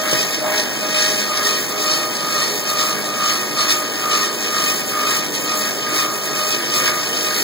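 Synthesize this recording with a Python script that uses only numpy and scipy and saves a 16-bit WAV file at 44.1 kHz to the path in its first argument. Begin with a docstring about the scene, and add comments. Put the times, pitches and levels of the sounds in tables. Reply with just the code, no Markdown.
"""In a workshop, an old belt-driven wood lathe is running close by.
A twelve-toothed cutter whines on a fast shaft, whose speed wavers with each lap of the belt.
About twice a second it bites the blank, the slowly turning piece of wood. Each bite slows the
shaft a little, makes the wood chatter once a shaft turn and throws a hiss of chips.
Underneath, the shaft hums and the belts and bearings rumble."""
import sys
import numpy as np
from scipy import signal
from scipy.fft import rfft, irfft
from scipy.io import wavfile
from scipy.ndimage import uniform_filter1d, map_coordinates

SR = 44100
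rng = np.random.default_rng(int(sys.argv[2]) if len(sys.argv) > 2 else 0)


def log_audio(samples):
    """Write samples as a 16-bit WAV file to the path given in sys.argv[1]."""
    # one column per channel
    frames = np.atleast_2d(samples).T
    # limit to full scale, then quantise
    limited = np.clip(frames, -1, 1)
    pcm = np.round(limited * 32767).astype(np.int16)
    wavfile.write(sys.argv[1], SR, pcm)


N = 327663
TIME = np.arange(N) / SR
HZ = np.fft.rfftfreq(N, 1 / SR)


def gain_of(db):
    """Turns decibels into a number to multiply by."""
    return 10 ** (np.asarray(db) / 20)


def evened(x):
    """Scales a signal to an average size (rms) of one."""
    return x / np.sqrt(np.mean(x ** 2) + 1e-20)


def look_up(table, hz):
    """Reads between the rows of a frequency table, on a scale of octaves."""
    row_hz, value = np.transpose(table)
    return np.interp(np.log(hz + 1), np.log(row_hz + 1), value)


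def drift(per_s):
    """A smooth random wander of size one that changes per_s times a second."""
    values = rng.standard_normal(4096)
    knots = np.arange(0, N, 32)
    smooth = map_coordinates(values, [knots / SR * per_s], order=3, mode="wrap")
    return evened(np.interp(np.arange(N), knots, smooth))


def coloured(x, spectrum):
    """Filters x by a table of frequencies and levels, then scales it to size one."""
    return evened(irfft(rfft(x) * gain_of(look_up(spectrum, HZ)), N))


def tone(cycles):
    """A pure tone of size one, from a running count of its cycles."""
    return np.sqrt(2) * np.cos(2 * np.pi * cycles)


def swells(events, levels_db, idle_db, rise, fall, flat_top, late_s, grain_db, grain_per_s):
    """A level in dB that swells above idle at each event, made uneven by the grain of the wood."""
    t = TIME[::64]
    power = gain_of(idle_db) ** 2
    for (middle_s, length_s, *_), db in zip(events, levels_db):
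        offset = 2 * (t - middle_s - late_s) / length_s
        distance = np.maximum(-offset / rise, offset / fall)  # 1 where the swell is half as strong
        power = power + (gain_of(db) * .5 ** (distance ** flat_top)) ** 2
    return np.interp(TIME, t, 10 * np.log10(power)) + grain_db * drift(grain_per_s)


# The shaft's basic speed. Each row: time in seconds, turns per second.
SHAFT_SPEED = [(0.0, 51.87), (0.4, 51.47), (1.0, 51.7), (1.3, 51.44), (1.9, 51.59), (3.1, 51.33),
               (3.7, 51.51), (4.1, 51.28), (5.0, 51.33), (5.5, 51.57), (5.9, 51.3), (6.35, 51.62),
               (6.8, 51.17), (7.43, 51.52)]

def shaft_turns(bite_depth, wobble=.25, sag=.301, slip=.025, turns_per_lap=9):
    """Counts turns: the speed swings once a belt lap, sags in each bite and wavers as the belt slips."""
    speed = np.interp(TIME, *np.transpose(SHAFT_SPEED))
    laps = (np.cumsum(speed) / SR - 1.55) / turns_per_lap  # fastest 1.55 turns in
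    speed += wobble * np.cos(2 * np.pi * laps)
    speed -= sag * (bite_depth - bite_depth.mean())
    return np.cumsum(speed + slip * drift(25)) / SR


# The hum's tones. Each entry: level in dB, at 3, 4, 5, .. times the shaft's speed.
HUM_TONES = [-50, -45, -49.5, -47, -56, -44, -46, -54.5, -45, -85, -72, -60, -45, -51.5, -57]

def shaft_hum(turns, flutter_db=3):
    """The unbalanced shaft shakes the bed of the lathe at low multiples of its speed."""
    return sum(gain_of(db + flutter_db * drift(9)) * tone(k * turns + rng.random())
               for k, db in enumerate(HUM_TONES, 3))


# The colour of the rumble. Each row: frequency in Hz, relative level in dB.
RUMBLE_COLOUR = [(20, -22), (45, -27), (75, -11.5), (100, -8.5), (125, -2), (160, -2), (280, 2.5),
                 (450, 3.5), (650, 0.5), (900, -4.5), (1500, -7), (3000, -12.5), (8000, -31)]

def belt_rumble(level_db=-31.13, waver_db=.32):
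    """Flat belts, pulleys and plain bearings make a low, nearly steady noise."""
    return gain_of(level_db + waver_db * drift(4)) * coloured(rng.standard_normal(N), RUMBLE_COLOUR)


# The whine's overtones. Each entry: level in dB before swelling, at 3, 4, 5, .. times the tooth rate.
WHINE_OVERTONES = [-38, -37.5, -36, -43.5, -40.5, -39.5, -67, -51.5, -42.5, -46, -41, -56]

def cutter_whine(turns, teeth, tooth_db, ring_db, hiss_db, flutter_db=4):
    """The teeth chop air and wood; the overtones flutter, and swell with the hiss of the cut."""
    push = 1 + .13 * drift(45)  # no two turns push alike
    out = gain_of(tooth_db + .5) * push * tone(teeth + .03 * drift(50))
    out += gain_of(tooth_db - 12.5) * tone(16 * turns)  # a softer tone, a musical fourth higher
    swell = gain_of(.93 * (hiss_db - hiss_db.mean()))
    creep = drift(70)  # the belt creeps unevenly
    for k, db in enumerate(WHINE_OVERTONES, 3):
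        level = swell * gain_of(db + flutter_db * drift(60))
        out += level * tone(k * (teeth + .055 * creep) + rng.random())
    ring = tone(7 * (teeth + .014 * creep))  # the cutter itself rings at this pitch
    return out + gain_of(ring_db) * ring


# The cutter's bites. Each row: middle in seconds, length in seconds, then relative levels in dB
# of the ringing wood, the rasp of the cut and the tone of the teeth.
CUTTER_BITES = [(0.082, 0.26, -26.5, -27.0, -27), (0.5, 0.22, -32, -24.5, -25),
                (0.992, 0.347, -27.5, -27.5, -27), (1.4, 0.251, -23.5, -26, -32.5),
                (1.92, 0.377, -26.0, -39, -32), (2.352, 0.215, -23.0, -32, -36.5),
                (2.786, 0.287, -23.0, -31.5, -35.5), (3.237, 0.2755, -22.5, -27, -54),
                (3.69, 0.279, -23.5, -29.5, -35), (4.147, 0.224, -22.0, -25, -47),
                (4.595, 0.311, -24.5, -29.0, -38), (5.037, 0.215, -21, -24.5, -37),
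                (5.566, 0.21, -25, -32, -34.5), (5.978, 0.322, -24.5, -27.5, -45),
                (6.422, 0.277, -26.0, -30.0, -34.5), (6.859, 0.304, -24.0, -27.5, -39),
                (7.27, 0.24, -27.5, -28, -35)]

def bite_levels():
    """Levels over time for wood, rasp and teeth: a bite rings the wood first, and the rasp follows."""
    wood, rasp, tooth = np.transpose(CUTTER_BITES)[2:]
    return (swells(CUTTER_BITES, wood, idle_db=-39.5, rise=.88, fall=1.33, flat_top=3.24,
                   late_s=-.026, grain_db=1.5, grain_per_s=22),
            swells(CUTTER_BITES, rasp, idle_db=-35.5, rise=1.14, fall=.83, flat_top=1.6,
                   late_s=.021, grain_db=2.74, grain_per_s=26),
            swells(CUTTER_BITES, tooth, idle_db=-39, rise=1.06, fall=1.16, flat_top=5.2,
                   late_s=.0066, grain_db=1.4, grain_per_s=25))


def blows(turns, spectrum, lift_db, scatter, rough, count):
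    """One blow a turn rings a body; four lesser blows a turn lift every fourth multiple of that rate."""
    k = np.arange(1, count)
    mean_speed = np.mean(SHAFT_SPEED, axis=0)[1]
    body = gain_of(look_up(spectrum, k * mean_speed))
    # delay each tone so that the body rings after it is struck, then scatter the delays
    lag = signal.hilbert(np.log(np.r_[body, body[::-1]])).imag[:len(k)] / (2 * np.pi)
    lag = lag - lag[body.argmax()] + scatter * rng.standard_normal(len(k))
    levels = body * gain_of(lift_db * (k % 4 == 0))
    angle = np.linspace(0, 1, 2049)
    one_turn = levels @ tone(k[:, None] * angle - lag[:, None])
    return evened(np.interp(turns % 1, angle, one_turn) * (1 + rough * drift(90)))


# How the wood rings. Each row: frequency in Hz, relative level in dB.
WOOD_RING = [(400, -50), (650, -25), (950, -16), (1030, -32.5), (1080, -6), (1135, -2), (1185, 0.5),
             (1238, -1.5), (1290, -4.5), (1345, 0), (1450, -27), (1550, -40)]
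# How the cutter and its frame ring. Each row: frequency in Hz, relative level in dB.
FRAME_RING = [(150, -60), (700, -13), (1250, -12), (1420, -2), (1520, -5), (1650, 3), (1750, -3),
              (1860, -4), (2100, -4), (2500, -4), (3000, -8), (4400, -11), (6000, -16), (7500, -27)]

def chatter(turns, teeth, wood_db, rasp_db, breakup_db=-25, lag_teeth=.15):
    """The wood sings at twice the tooth rate, or in a deep bite bursts once a turn; the frame buzzes."""
    burst_share = 1 / (1.5 + np.exp((breakup_db - wood_db) / 6))
    bursts = blows(turns + .0016 * drift(60), WOOD_RING, lift_db=2, scatter=.04, rough=.14, count=34)
    singing = tone(2 * (teeth - lag_teeth) + .088 * drift(60))
    wood = burst_share * bursts + (1 - burst_share) * singing
    frame = blows(turns + .0014 * drift(80), FRAME_RING, lift_db=4, scatter=1, rough=.3, count=140)
    frame *= 1 + .2 * tone(turns)
    return gain_of(wood_db - .76) * wood + gain_of(rasp_db - 5) * frame


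# Bursts of chips, most of them late in a bite. Each row: peak time in seconds, length in seconds,
# then relative levels in dB of the hiss, the fine spray and the cutter's shrill ring.
CHIP_THROWS = [(0.155, 0.19, -23.5, -30, -47), (0.336, 0.042, -23, -43, -39.0),
               (0.598, 0.11, -24.5, -37, -46), (1.034, 0.27, -20.5, -34, -29),
               (1.22, 0.095, -23, -52, -30.5), (1.48, 0.29, -23.5, -33, -30),
               (1.92, 0.19, -21, -34.5, -26.5), (2.395, 0.29, -25.5, -34, -29.5),
               (2.69, 0.068, -23, -32, -34), (2.818, 0.16, -21.5, -30.5, -32),
               (3.297, 0.13, -23.5, -38, -28.5), (3.598, 0.069, -20.5, -54, -21.5),
               (3.723, 0.13, -19.5, -30, -35), (4.168, 0.22, -23, -46, -34), (4.64, 0.28, -24.5, -30, -33),
               (5.115, 0.12, -21.5, -28, -34.5), (5.58, 0.15, -23.5, -34, -33),
               (5.975, 0.12, -21.5, -31.5, -42), (6.45, 0.22, -24, -31.5, -33),
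               (6.813, 0.24, -24.5, -27.5, -50), (7.308, 0.69, -29.5, -38, -69),
               (7.406, 0.45, -29, -29, -32.5)]

def chip_levels():
    """Levels over time for hiss, spray and ring: each burst of chips comes to a sharp peak."""
    hiss, spray, ring = np.transpose(CHIP_THROWS)[2:]
    return (swells(CHIP_THROWS, hiss, idle_db=-29.5, rise=1, fall=1, flat_top=2.07,
                   late_s=.004, grain_db=1.82, grain_per_s=24),
            swells(CHIP_THROWS, spray, idle_db=-35, rise=.68, fall=1.1, flat_top=2.4,
                   late_s=.0049, grain_db=1.93, grain_per_s=24),
            swells(CHIP_THROWS, ring, idle_db=-45, rise=.65, fall=.79, flat_top=1.04,
                   late_s=.011, grain_db=.5, grain_per_s=18))


# The colours of the rasp, the chips' hiss and the spray. Each row: frequency in Hz, relative level in dB.
RASP_COLOUR = [(200, -7), (500, -15), (900, -7.5), (1500, 1.5), (2200, 1), (3000, -7), (5000, -14)]
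HISS_COLOUR = [(800, -19.5), (2000, 1), (3000, 0.5), (3900, 5.5), (4400, 3.5), (5200, 7), (5800, 10.5),
               (6700, -4), (7600, -6), (9000, -8.5), (14000, -33)]
SPRAY_COLOUR = [(3000, -11), (7000, 13), (9300, 1.5), (10800, 2), (12500, 1), (14000, 6.5), (15500, 2),
                (17000, -12)]

def flying_chips(turns, teeth, rasp_db, hiss_db, spray_db):
    """Wood fibres snap in puffs, at every tooth and most at one spot of the turn."""
    puffs = 1 + .17 * tone(turns) + .12 * tone(2 * turns + .2) + .076 * tone(4 * turns + .51)
    puffs *= 1 + .52 * tone(teeth)
    layers = (RASP_COLOUR, rasp_db - 6), (HISS_COLOUR, hiss_db - .7), (SPRAY_COLOUR, spray_db + .49)
    out = 0
    for colour, level_db in layers:
        grit_db = 1.5 * np.minimum(rng.exponential(1, N // 16 + 1), 4)
        grit = np.repeat(gain_of(grit_db), 16)[:N]  # a new strength every 16 samples
        out += gain_of(level_db) * coloured(puffs * grit * rng.standard_normal(N), colour)
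    return out


# Splinters, scrapes and knocks. Each row: start in seconds, level in dB, fade time in seconds,
# centre frequency in Hz, width in octaves.
SPLINTERS = [(.088, -21, .004, 4300, .7), (.128, -17.5, .014, 220, 1.5), (.435, -26, .14, 800, .7),
             (2.785, -24, .025, 4200, .6), (3.052, -25.5, .035, 5000, .7), (3.64, -21, .004, 3500, 1.2),
             (5.338, -24, .012, 4300, .8), (5.35, -17, .005, 4000, 1.1)]

def splinters_and_knocks():
    """Each torn splinter, scrape or knock is a sudden burst of noise that dies away."""
    out = np.zeros(N)
    for start_s, db, fade_s, hz, octaves in SPLINTERS:
        band = gain_of(-6 * (np.log2((HZ + 1) / hz) / octaves) ** 2)
        noise = evened(irfft(band * rfft(rng.standard_normal(N)), N))
        fade = (TIME >= start_s) * np.exp(-abs(TIME - start_s) / fade_s)
        out += gain_of(db) * noise * fade
    return out


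# How strong the workshop's echo is. Each row: frequency in Hz, level in dB.
ECHO_LEVEL = [(100, -4.5), (400, -5), (620, -6), (850, -14), (1050, 2), (1300, -10.5), (2200, -1.5),
              (4000, -14.5), (7500, -10), (10000, 0), (15000, 3)]
# How long it lasts. Each row: frequency in Hz, seconds to fade by 60 dB.
ECHO_TIME = [(100, 0.58), (1000, 0.61), (4000, 0.075), (15000, 0.053)]

def workshop_echo(sound):
    """Dense reflections reach the left and right sides, the treble dying first."""
    hz, t, noise = signal.stft(rng.standard_normal((2, SR // 2)), SR, nperseg=256)
    fade_rate = np.log(1000) / look_up(ECHO_TIME, hz)[:, None]
    fade = np.sqrt(2 * fade_rate / SR) * np.exp(-fade_rate * t)  # same energy, long or short
    level = gain_of(look_up(ECHO_LEVEL, hz))[:, None]
    tail = signal.istft(noise * fade * level, SR, nperseg=256)[1]
    tail = np.pad(tail, ((0, 0), (128, 0)))  # arrives about 3 ms late
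    return signal.fftconvolve(sound[None], tail, axes=1)[:, :N]


def scene(tooth_count=12, drag_turns=.026):
    """The turning shaft sets the pace; the direct sound is mostly on the left, the echo on both sides."""
    wood_db, rasp_db, tooth_db = bite_levels()
    hiss_db, spray_db, ring_db = chip_levels()
    bite_depth = uniform_filter1d(gain_of(wood_db), size=SR // 10)
    bite_depth /= bite_depth.max()
    turns = shaft_turns(bite_depth)
    teeth = tooth_count * turns
    contact = turns - drag_turns * bite_depth  # the deeper the bite, the later its blow lands
    whine = cutter_whine(turns, teeth, tooth_db, ring_db, hiss_db)
    noises = chatter(contact, tooth_count * contact, wood_db, rasp_db)
    noises += flying_chips(turns, teeth, rasp_db, hiss_db, spray_db)
    noises += belt_rumble() + splinters_and_knocks()
    direct = shaft_hum(turns) + whine + noises
    # the whine gets less echo, so its tones stay clear
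    echo = workshop_echo(noises + gain_of(-3) * whine)
    return np.array([direct, gain_of(-31) * direct]) + echo


# How wide the sound is. Each row: frequency in Hz, relative level in dB of the side (left minus right).
STEREO_WIDTH = [(30, -17), (120, -14.5), (280, -13), (600, -5), (820, 0), (1000, -11), (1500, -0.5),
                (1900, 2.5), (2400, -2.5), (16000, -1)]

def record(dry, ceiling=.72, top_hz=15800):
    """Widens the stereo, clips the rare highest peaks and cuts the very top of the treble."""
    # each channel has a delayed copy of the other taken from it
    delay = np.exp(-2j * np.pi * HZ * 16 / SR)
    to_mid = 1 - delay
    to_side = (1 + delay) * gain_of(look_up(STEREO_WIDTH, HZ))
    # the weaker of mid and side is turned down further
    to_mid, to_side = to_mid * abs(to_mid), to_side * abs(to_side)
    total = np.hypot(abs(to_mid), abs(to_side))
    left, right = rfft(dry)
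    mid = (left + right) * to_mid / total
    side = (left - right) * to_side / total
    wide = irfft(np.array([mid + side, mid - side]), N)
    lowpass = signal.firwin(511, top_hz, window=("kaiser", 9), fs=SR)
    return signal.oaconvolve(np.clip(wide, -ceiling, ceiling), lowpass[None], "same", axes=1)


dry = scene()
out = record(dry)
log_audio(out)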